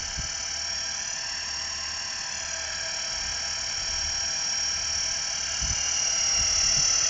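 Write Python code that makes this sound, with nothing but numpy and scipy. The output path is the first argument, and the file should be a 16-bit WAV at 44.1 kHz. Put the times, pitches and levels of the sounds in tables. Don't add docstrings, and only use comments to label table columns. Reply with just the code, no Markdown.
import sys
import numpy as np
from scipy.fft import rfft, irfft, next_fast_len
from scipy.io import wavfile
from scipy.ndimage import map_coordinates

SR = 44100
rng = np.random.default_rng(int(sys.argv[2]) if len(sys.argv) > 2 else 0)


def transcribe(u):
    v = np.clip(np.atleast_2d(u).T, -1, 1)
    q = np.round(v * 32767).astype(np.int16)
    wavfile.write(sys.argv[1], SR, q)


N = 312669

# time_s, speed_turns_per_s
ROTOR_SPEED = [(0.0, 36.99), (0.4, 37.105), (0.75, 37.115), (1.28, 36.963), (1.58, 37.101), (1.95, 37.112),
               (2.3, 36.952), (2.6, 37.037), (2.87, 37.218), (3.2, 37.186), (3.8, 37.212), (4.2, 37.3),
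               (4.75, 37.31), (5.2, 37.388), (6.1, 37.452), (6.8, 37.301), (7.09, 37.176)]
# time_s, ground_echo_lag_ms, gears_facing_camera_db
FLIGHT_PATH = [(0, 1.318, -3), (.4, 1.326, -1), (.75, 1.253, -.4), (1, 1.218, -.6), (1.2, 1.128, -1.3),
               (1.55, 1.083, -.3), (2.05, 1.097, -2.3), (2.45, 1.178, -4), (2.75, 1.26, -4.4),
               (3.2, 1.276, -.6), (3.6, 1.276, -1.1), (4.4, 1.243, 2.1), (5.05, 1.286, 1.4),
               (5.45, 1.297, -1.2), (6.1, 1.39, 3.6), (7.09, 1.516, 4.6)]
# time_s, distance_m
APPROACH = [(0, 12), (2, 11.6), (2.8, 10), (5.2, 9.8), (6.2, 7.6), (7.09, 7)]
# frequency_per_rotor_speed, level_db (before
GEAR_TONES = [(150, -35.5, .18, .6, .56), (160.72, -38.3, .55, 1.2, .1), (75, -52.7, .2, .4, .3),
              (81, -59, .2, .4, .3), (122.57, -57, .3, 1, .1), (130.57, -55, .3, .9, .1),
              (139.3, -53, .3, 1, .1), (141.3, -54, .3, 1, .1), (156.73, -45.5, .3, .7, .1),
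              (166.72, -55, .3, .7, .1), (173.44, -54, .3, 1, .2), (179.44, -57, .3, 1, .1),
              (184.15, -58, .3, 1, .1)]
# frequency_per_rotor_speed, level_db (before the gear gain),
# gain_db_per_gear_db
HUM_TONES = [(3.96, -69.5, .5), (8.02, -68.5, 1.4), (8.78, -68, .5), (10.71, -67, .84), (13.02, -63, .74),
             (18.43, -59, -.2), (21.43, -55.8, .45), (27.14, -61, 0), (36, -60, .3), (42, -59, .2),
             (43, -54.5, 0), (46, -57.5, 0), (47.97, -50, -.6), (84, -57, .5)]
# frequency_per_rotor_speed, width_hz, relative_level_db
TAIL_CHOP = [(17.72, 35, -4), (26.4, 50, -6), (35.6, 65, -2.5), (43.74, 110, 1), (62.5, 120, -4)]
# time_s, offset_above_blade_tone_hz, level_db
DRONE_PATH = [(0, .92, -57.5), (1.8, .95, -56), (2.7, 1.22, -61), (3.8, 1.55, -56), (4.8, 1.13, -52.5),
              (7.09, 1.2, -55)]
# centre_s, spread_s, pitch_hz, width_hz, level_db
RUSH_SWELLS = [(1.85, .4, 1040, 70.4, -51.5), (2.8, 0.18, 631, 69.6, -51), (2.785, 0.2, 1664, 130.4, -46),
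               (5.95, .42, 2830, 95, -43), (1.2, .4, 1780, 90, -50.5)]
# centre_s, spread_s, level_db
WIND_GUSTS = [(0, .06, -40), (.22, .18, -50), (3.24, .08, -45), (3.92, .24, -45), (4.92, .22, -48.5),
              (5.66, .11, -44.5), (6.65, .34, -43.5)]
# centre_s, level_db, spread_s, push_pitch_hz
EDDY_THUMPS = [(.194, -30.5, .009, 72), (.25, -38.5, .012, 75), (4.068, -48, .026, 70),
               (5.64, -30.7, .014, 62), (5.707, -32.5, .02, 58), (6.407, -37.5, .015, 50),
               (6.658, -42, .022, 70), (6.782, -34, .013, 150)]
# frequency_hz, relative_level_db_per_hz
SWISH_SPECTRUM = [(60, -26.5), (170, -4.5), (300, -11), (450, -9.5), (620, -5.5), (900, -4.5), (1200, -3),
                  (1700, 0), (2100, 0), (2700, -0.5), (3200, 0), (4000, 0), (6000, -24.5)]
# frequency_hz, relative_level_db_per_hz
RASP_SPECTRUM = [(3000, -45.5), (4000, -19), (4550, -5), (5000, -2.5), (5450, -0.5), (5850, 5.5),
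                 (6250, -6.5), (6700, 3), (7400, -6.5), (9000, -11)]
# frequency_hz, relative_level_db_per_hz
RUMBLE_SPECTRUM = [(15, -17), (28, 3), (50, 1), (90, -1), (160, -18), (260, -22), (500, -33.5),
                   (2000, -70.5)]
# frequency_hz, relative_level_db_per_hz
BUFFET_SPECTRUM = [(20, -15.5), (45, -2), (95, -1), (145, -6), (220, -11), (330, -24), (600, -49),
                   (2000, -72.5)]
# frequency_hz, relative_level_db_per_hz
FIELD_SPECTRUM = [(20, -7), (80, 0), (200, -3.5), (400, -16), (1500, -18), (8000, -39)]
# frequency_hz, gain_db
MICROPHONE_RESPONSE = [(3200, 1), (3400, -3), (3600, -16.5), (3850, -11.5), (4300, 2.5), (7300, -1),
                       (7700, -8), (8000, -28), (8450, -15.5), (9000, -23.5)]
TOP_HZ = 9050

SWISH_DB, RASP_DB, THRUM_DB = -41.6, -37.9, -56.8
CHOP_DB, CHOP_DB_PER_NEAR_DB = -53.8, .4
TURN_S, TURN_SPREAD_S, TURN_DB = 2.8, .4, 3.5
CALM_DB, FIELD_DB = -60, -57.5


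def amp(db):
    return 10 ** (np.asarray(db) / 20)


def unit(x):
    return x / np.sqrt(np.mean(np.abs(x) ** 2) + 1e-20)


def curves(rows):
    s, *cols = np.transpose(rows)
    return [np.interp(np.arange(N) / SR, s, c) for c in cols]


def wobble(rate):
    knots = rng.standard_normal(int(N * rate / SR) + 4)
    return map_coordinates(knots, [np.arange(N) * rate / SR])


def filtered(x, response):
    m = next_fast_len(N + 8192)
    return irfft(rfft(x, m) * response(np.fft.rfftfreq(m, 1 / SR)), m)[:N]


def coloured(x, points):
    f, db = np.transpose(points)
    return filtered(x, lambda hz: amp(np.interp(np.log(hz + 1), np.log(f), db)))


def noise(points):
    return unit(coloured(rng.standard_normal(N), points))


def swell(s, spread):
    return np.exp(-.5 * ((np.arange(N) / SR - s) / spread) ** 2)


def narrow(cycles, width):
    envelope = wobble(width) + 1j * wobble(width)
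    return unit(np.real(envelope * np.exp(2j * np.pi * cycles)))


def throb(turns, count, depth_db, at):
    return unit(amp(depth_db * np.cos(2 * np.pi * count * (turns - at))))


def whine(turns, tight_at, sway_at, flutter_db):
    wheel = np.cos(2 * np.pi * (turns - tight_at))
    swing = np.sin(2 * np.pi * (turns - sway_at))
    pinion = np.cos(2 * np.pi * 6 * (turns - tight_at))
    out = np.zeros(N)
    for multiple, db, wheel_throb, sway, motor_throb in GEAR_TONES:
        size = amp(db + flutter_db * wobble(8.3))
        size = size * (1 + wheel_throb * wheel) * (1 + motor_throb * pinion)
        phase = 2 * np.pi * multiple * turns + sway * swing - motor_throb * pinion
        out += size * np.sin(phase)
    return out


def rasp(turns, repeat_db, sweep_ms, mesh_hz):
    flaws = rng.standard_normal(size=1024)
    repeating = map_coordinates(flaws, [turns % 1 * len(flaws)], mode="grid-wrap")
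    tight_spot = throb(turns, count=1, depth_db=4.5, at=.07)
    strokes = tight_spot * throb(turns, count=6, depth_db=5, at=-.005)
    roughness = rng.standard_normal(N) + amp(repeat_db) * repeating
    rub = coloured(strokes * roughness, RASP_SPECTRUM)

    def dispersion(hz):
        advance_s = sweep_ms / 1000 * np.clip(1 - hz / mesh_hz, -.25, 1)
        return np.exp(2j * np.pi * np.cumsum(advance_s) * hz[1])

    return unit(filtered(rub, dispersion))


def blades(turns):
    swish = noise(SWISH_SPECTRUM) * throb(turns, count=2, depth_db=1.5, at=0.25)
    chop = sum(amp(db) * narrow(multiple * turns, width) for multiple, width, db in TAIL_CHOP)
    return swish, chop


def thrum(turns, near_db, cancel_at):
    above_hz, drone_db = curves(DRONE_PATH)
    beats = np.cumsum(above_hz) / SR - cancel_at
    blade_tone = amp(THRUM_DB + near_db) * np.sin(2 * np.pi * 2 * turns)
    drone = amp(drone_db) * np.sin(2 * np.pi * (2 * turns + beats))
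    return blade_tone - drone


def hum(turns, gear_db, flutter_db):
    out = np.zeros(N)
    for multiple, db, share in HUM_TONES:
        size = amp(db + share * gear_db + flutter_db * wobble(6.2))
        out += size * np.sin(2 * np.pi * (multiple * turns + rng.random()))
    return out


def over_ground(x, lag_ms, bounce):
    return x + bounce * map_coordinates(x, [np.arange(N) - lag_ms * SR / 1000], mode="nearest")


def swells():
    t = np.arange(N) / SR
    return sum(amp(db) * swell(s, spread) * narrow(hz * t, width)
               for s, spread, hz, width, db in RUSH_SWELLS)


def helicopter():
    turns = np.cumsum(curves(ROTOR_SPEED)[0]) / SR
    lag_ms, facing_db = curves(FLIGHT_PATH)
    metres, = curves(APPROACH)
    near_db = 20 * np.log10(metres[0] / metres)
    gear_db = near_db + facing_db
    chop_db = CHOP_DB + CHOP_DB_PER_NEAR_DB * near_db + TURN_DB * swell(TURN_S, TURN_SPREAD_S)

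    tones = amp(gear_db) * whine(turns, tight_at=0.031, sway_at=0.18, flutter_db=.9)
    teeth = amp(RASP_DB + near_db) * rasp(turns, repeat_db=-2.5, sweep_ms=20, mesh_hz=5664)
    swish, chop = blades(turns)
    rotors = amp(SWISH_DB + near_db) * swish + amp(chop_db) * chop
    rotors += thrum(turns, near_db, cancel_at=.09) + hum(turns, gear_db, flutter_db=.8)

    craft = over_ground(tones, lag_ms, bounce=0.74)
    craft += over_ground(teeth, lag_ms, bounce=0.28)
    craft += over_ground(rotors, lag_ms, bounce=0.38)
    return craft + swells()


def wind():
    t = np.arange(N) / SR
    gust_power = sum((amp(db) * swell(s, spread)) ** 2 for s, spread, db in WIND_GUSTS)
    strength = np.sqrt(amp(CALM_DB) ** 2 + gust_power)
    rumble = strength * unit(amp(1.3 * wobble(18)) * noise(RUMBLE_SPECTRUM))
    eddies = amp(-1.5) * noise(BUFFET_SPECTRUM)
    thumps = np.zeros(N)
    for s, db, spread, hz in EDDY_THUMPS:
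        push = np.sin(2 * np.pi * hz * (t - s))
        thumps += amp(db) * swell(s, spread) * (push + eddies)
    field = amp(FIELD_DB) * noise(FIELD_SPECTRUM)
    return rumble + thumps + field


def scene():
    return (helicopter() + wind())[None]


def record(dry):
    return filtered(coloured(dry[0], MICROPHONE_RESPONSE), lambda hz: hz < TOP_HZ)[None]


dry = scene()
out = record(dry)
transcribe(out)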